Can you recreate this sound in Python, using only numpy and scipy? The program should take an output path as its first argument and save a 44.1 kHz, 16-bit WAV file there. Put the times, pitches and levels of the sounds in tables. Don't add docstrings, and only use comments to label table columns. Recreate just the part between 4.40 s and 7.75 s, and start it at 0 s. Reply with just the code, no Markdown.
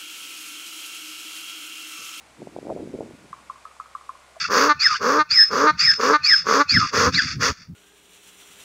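import sys
import numpy as np
from scipy import signal
from scipy.fft import rfft, irfft, next_fast_len
from scipy.io import wavfile
from scipy.ndimage import uniform_filter1d, minimum_filter1d, map_coordinates

SR = 44100
rng = np.random.default_rng(int(sys.argv[2]) if len(sys.argv) > 2 else 0)


def store_pcm(level_fs):
    pcm = np.round(np.clip(level_fs, -1, 1) * 32767).astype(np.int16)
    wavfile.write(sys.argv[1], SR, np.atleast_2d(pcm).T)


N = 147735
T = np.arange(N) / SR

# [f/Hz, gain/dB]
THROAT = [(100, -50.5), (170, -6.5), (280, -1), (350, -8.5), (450, 10.5), (730, -12), (900, -4),
          (1120, 9.5), (1750, -4), (2000, -20.5), (3100, -45.5), (4500, -37.5), (9000, -69.5)]


def haws(first_pitch_ratio=0.62, jitter_cycles=0.1157, scatter_db=3, hum=0.11, doubling=0.092):
    # [start t/s, end t/s, growl level/dB, swell/dB, hiss level/dB, top f/Hz]
    strokes = [(0.106, 0.29, -17.5, 1.5, -20, 296.8), (0.614, 0.795, -19, 7, -26.5, 303.3),
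               (1.112, 1.28, -19, 9.5, -27, 305), (1.596, 1.743, -19, 5.5, -23.5, 299.8),
               (2.064, 2.222, -18.5, 6.5, -22.5, 289.3), (2.532, 2.693, -19.5, 5, -19, 252),
               (3.007, 3.112, -26, -1.5, -18.5, 285.5)]
    # [start t/s, end t/s, level/dB]
    honks = [(0.295, 0.321, -6.5), (0.791, 0.822, -13), (1.273, 1.303, -5), (1.739, 1.76, -3.5),
             (2.207, 2.218, -5.5)]
    # [f/Hz, gain/dB]
    honk_colour = [(150, -46), (300, -16), (750, -21), (900, -10), (1200, 1), (1900, -13), (3050, -32),
                   (4550, -19), (5300, -50.5), (10000, -88.5)]
    # [f/Hz, level/dB]
    hiss_colour = [(800, -17), (1300, 15), (2700, 1.5), (3100, -1.5), (3500, -0.5), (3950, -4), (4600, 9),
                   (6600, 3.5), (7900, -20), (14000, -29.5)]
    growl, hiss = np.zeros((2, N))
    for start, end, db, swell_db, hiss_db, _ in strokes:
        from_middle = ramp(start, end) - .5
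        growl += amp(db + swell_db * from_middle) * gate(start, end, 0.011, 0.0093)
        hiss += amp(hiss_db - 7 * (2 * from_middle) ** 2) * gate(start, end, 0.01, 0.021)
    starts, ends, *_, top_hz = np.transpose(strokes)
    current = np.clip(np.searchsorted(starts, T + .1) - 1, 0, None)
    progress = ramp(starts[current], ends[current])
    pitch = top_hz[current] * (1 - (1 - first_pitch_ratio) * (1 - progress) ** 1.8)
    honk = sum(amp(db) * gate(start, end, .007, .009) for start, end, db in honks)
    locked = np.clip(sum(gate(start - .01, end + .1, 0.029, .02) for start, end, _ in honks), 0, 1)
    rough = np.exp(-1.2 * (progress - .5)) * (1 - locked) + 0.033 * locked
    phase = 2 * np.pi * np.cumsum(pitch) / SR
    puffs = unit(rng.standard_normal(N) * (1 + np.cos(phase)) * amp(4 * wobble(170)))
    folds = pulses(pitch, jitter_cycles * rough, scatter_db * rough) + 0.43 * rough * puffs
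    chest = hum * (progress * np.cos(phase) + (1 - progress) * np.cos(2 * phase))
    chest += doubling * np.sin(np.pi * progress ** 2) * np.cos(phase * 3 / 2)
    rasp = (hiss + amp(-22) * honk) * unit(noise(hiss_colour) * amp(1.5 * wobble(450)))
    voice = growl * coloured(folds + chest, THROAT) + honk * coloured(folds, honk_colour)
    return voice + rasp + sizzle(hiss, db=-20)


def pulses(hz, jitter_cycles, scatter_db):
    cycles = np.cumsum(hz) / SR
    k = np.arange(1, int(cycles[-1]))
    timing, strength = rng.standard_normal((N // 10, 2))[:len(k)].T
    onsets = k + np.interp(k, cycles, jitter_cycles) * timing
    at = np.interp(onsets, cycles, np.arange(N) * (N - 2) / N)
    size = amp(np.interp(k, cycles, scatter_db) * np.clip(strength, -2, 1))
    sample, fraction = at.astype(int), at % 1
    return unit(np.bincount(sample, size * (1 - fraction), N) + np.bincount(sample + 1, size * fraction, N))


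def slaps():
    # [t/s, peak level/dB]
    impulses = [(0.087, -24), (1.1895, -12.5), (1.239, -5), (1.699, -1), (1.7082, -3), (2.1256, -4)]
    ring = coloured(np.eye(1, N)[0], THROAT)[:SR // 20]
    hits = np.bincount([round(s * SR) for s, _ in impulses], [amp(db) for _, db in impulses], N)
    return signal.fftconvolve(hits, ring / np.abs(ring).max())[:N]


def hees(squeal_top_hz=5100, shrill_hz=5168, fall_from_hz=2550, glide_s=.027, fall_s=0.017, break_db=6):
    # [start t/s, rise t/s, squeal level/dB, hold end t/s, shrill level/dB, fade/(dB/s),
    # mid-fall t/s, fall end t/s, fall's last f/Hz, fall level/dB, squeal's first f/Hz]
    strokes = [(.402, .042, -18.5, .472, -13, 700, .458, .545, 1200, -16, 4300),
               (.907, .042, -19, 1.04, -10.5, 230, .96, 1.035, 1720, -19.5, 4500),
               (1.393, .055, -17, 1.515, -13, 130, 1.464, 1.515, 1600, -18, 4550),
               (1.84, .038, -16.5, 1.968, -14.5, 190, 1.905, 1.945, 1500, -15, 4300),
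               (2.294, .036, -15, 2.39, -20, 500, 2.36, 2.46, 1200, -15, 4300),
               (2.745, .052, -20, 2.82, -35, 500, 2.785, 2.809, 1280, -13, 3800)]
    # [f/Hz, gain/dB]
    mouth = [(1240, -5), (1400, -15), (1620, 5.5), (2100, -7.5)]
    squeal, shrill, fall, high_hz, low_hz = np.zeros((5, N))
    for start, rise, squeal_db, hold, shrill_db, fade, middle, end, last_hz, fall_db, first_hz in strokes:
        squeal += amp(squeal_db) * gate(start, start + rise, 0.0053, 0.0067)
        after = np.maximum(T - hold, 0)
        drop_db = fade * after + break_db * np.tanh(after / 0.002)
        shrill += amp(shrill_db - drop_db) * gate(start + rise, hold + .07, 0.0099, .014)
        fall += amp(fall_db) * gate(start + rise / 2, end, 0.029, 0.017)
        begun = T > start - rise
        rise_left = np.exp(np.minimum((start - T) / glide_s, 0))
        fall_left = (1 - np.tanh((T - middle) / fall_s / 2)) / 2
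        high_hz = np.where(begun, squeal_top_hz - (squeal_top_hz - first_hz) * rise_left, high_hz)
        low_hz = np.where(begun, last_hz + (fall_from_hz - last_hz) * fall_left, low_hz)
    fall *= amp(along(mouth, low_hz))
    high_hz += 70 * wobble(420)
    low_hz *= 1 + 0.012 * wobble(300)
    note_hz = shrill_hz + 24 * wobble(150)
    rising = whistle(high_hz, 0.63, 520) + amp(-24.5) * whistle(high_hz * 3 / 2, 0.54, 700)
    flicker = amp(1.9 * wobble(60))
    held = whistle(note_hz, .1, 540) + amp(-44.5) * whistle(2 * note_hz, .6, 360)
    falling = whistle(low_hz, 0.42, 380) + amp(-19.5) * whistle(2 * low_hz, 0.94, 300)
    tones = squeal * rising + shrill * flicker * held + fall * falling
    return tones + sizzle(squeal + shrill / 2, db=-35.5)


def whistle(hz, rough, width_hz):
    grain = np.sqrt(1 - rough) + np.sqrt(rough) * unit(wobble(width_hz) + 1j * wobble(width_hz))
    return np.sqrt(2) * (np.exp(2j * np.pi * np.cumsum(hz + np.zeros(N)) / SR) * grain).real


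def inhales():
    # [start t/s, end t/s, level/dB, change over the breath/dB]
    breaths = [(-.02, 0.083, -23.5, -8), (0.405, 0.574, -23.5, -3), (0.907, 1.11, -25, -14.5),
               (1.393, 1.571, -20, -13.5), (1.843, 2.032, -23, -9.5), (2.294, 2.497, -24.5, -3),
               (2.733, 2.941, -23, -6.5), (3.171, 3.26, -45, -4.5)]
    # [f/Hz, level/dB]
    air_colour = [(760, -42), (1250, 9), (2700, 4), (3100, -8.5), (3500, 4), (3950, -8.5), (4600, 13.5),
                  (6700, -3.5), (8200, -24.5), (15000, -51)]
    level = sum(amp(db + change_db * ramp(start, end)) * gate(start, end, 0.011, 0.027)
                for start, end, db, change_db in breaths)
    return level * unit(noise(air_colour) * amp(2.65 * wobble(190)))


def catches(half_s=0.0097, octave_db=-7):
    # [t/s, f/Hz, level/dB]
    squeaks = [(.053, 1330, -24), (.555, 1520, -23)]
    return sum(amp(db) * gate(s - half_s, s + half_s, half_s / 2, half_s / 2)
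               * (whistle(hz, 1.0, 400) + amp(octave_db) * whistle(2 * hz, 0.17, 480))
               for s, hz, db in squeaks)


def sizzle(level, db, turn_db_per_s=3):
    # [f/Hz, level/dB]
    colour = [(3000, -40), (12000, 11)]
    return level * amp(db - turn_db_per_s * T) * noise(colour)


def echo(x, decay_s=.4, low_cut_hz=1300):
    tail = rng.standard_normal(SR // 2) * amp(-60 * T[:SR // 2] / decay_s)
    tail = signal.sosfilt(signal.butter(2, low_cut_hz, "high", fs=SR, output="sos"), tail)
    return signal.fftconvolve(x, tail / np.linalg.norm(tail))[:N]


def wind(breeze_db=-54, lumps_db=8.5, flutter_db=-3, floor_db=-63):
    # [start t/s, end t/s, level/dB]
    buffets = [(0.772, 1.62, -52), (2.32, 2.466, -26.5), (2.537, 2.799, -28.5), (2.819, 3.126, -35),
               (3.288, 3.339, -43.5)]
    # [f/Hz, level/dB]
    rumble_colour = [(30, -49), (75, -1), (170, -3), (700, -65.5)]
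    flutter_colour = [(60, -19), (260, 4.5), (800, -47)]
    field_colour = [(100, -6), (9000, -34)]
    level = amp(breeze_db) + sum(amp(db) * gate(start, end, 0.0026, 0.0024) for start, end, db in buffets)
    lumps = unit(amp(lumps_db * np.minimum(wobble(35), 1)))
    rumble = noise(rumble_colour)
    flutter = amp(flutter_db) * np.sqrt(level / level.max()) * noise(flutter_colour)
    return level * lumps * (rumble + flutter) + amp(floor_db) * noise(field_colour)


def amp(db):
    return 10 ** (np.asarray(db) / 20)


def unit(x):
    return x / np.sqrt(np.mean(np.abs(x) ** 2) + 1e-20)


def along(points, hz):
    f, value = np.transpose(points)
    return np.interp(np.log(hz + 1), np.log(f + 1), value)


def wobble(rate):
    return map_coordinates(rng.standard_normal(N // 4), [T * rate], mode="wrap")


def coloured(x, points):
    m = 2 * next_fast_len(N)
    cepstrum = irfft(np.log(amp(along(points, np.fft.rfftfreq(m, 1 / SR)))))
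    cepstrum[1:m // 2] *= 2
    cepstrum[m // 2 + 1:] = 0
    return unit(irfft(rfft(x, m) * np.exp(rfft(cepstrum)))[:N])


def noise(points):
    return coloured(rng.standard_normal(N), points)


def ramp(start, end):
    return np.clip((T - start) / (end - start), 0, 1)


def gate(start, end, attack, release):
    return (1 + np.tanh((T - start) / attack)) * (1 - np.tanh((T - end) / release)) / 4


def scene(notch_hz=3086, notch_width_hz=100, notch_db=-10.5, echo_db=-21):
    bray = haws() + slaps() + inhales() + hees() + catches()
    hz = np.fft.rfftfreq(2 * N, 1 / SR)
    notch = amp(notch_db * np.exp(-((hz - notch_hz) / notch_width_hz) ** 2))
    bray = irfft(rfft(bray, 2 * N) * notch)[:N]
    return (bray + amp(echo_db) * echo(bray) + wind())[None]


def record(dry, ceiling=.75, top_hz=15700):
    needed_gain = np.minimum(1, ceiling / (np.abs(dry) + 1e-9))
    limited = dry * uniform_filter1d(minimum_filter1d(needed_gain, size=260), size=260)
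    m = next_fast_len(N + SR // 2)
    return irfft(rfft(limited, m) * (np.fft.rfftfreq(m, 1 / SR) < top_hz), m)[..., :N]


dry = scene()
out = record(dry)
store_pcm(out)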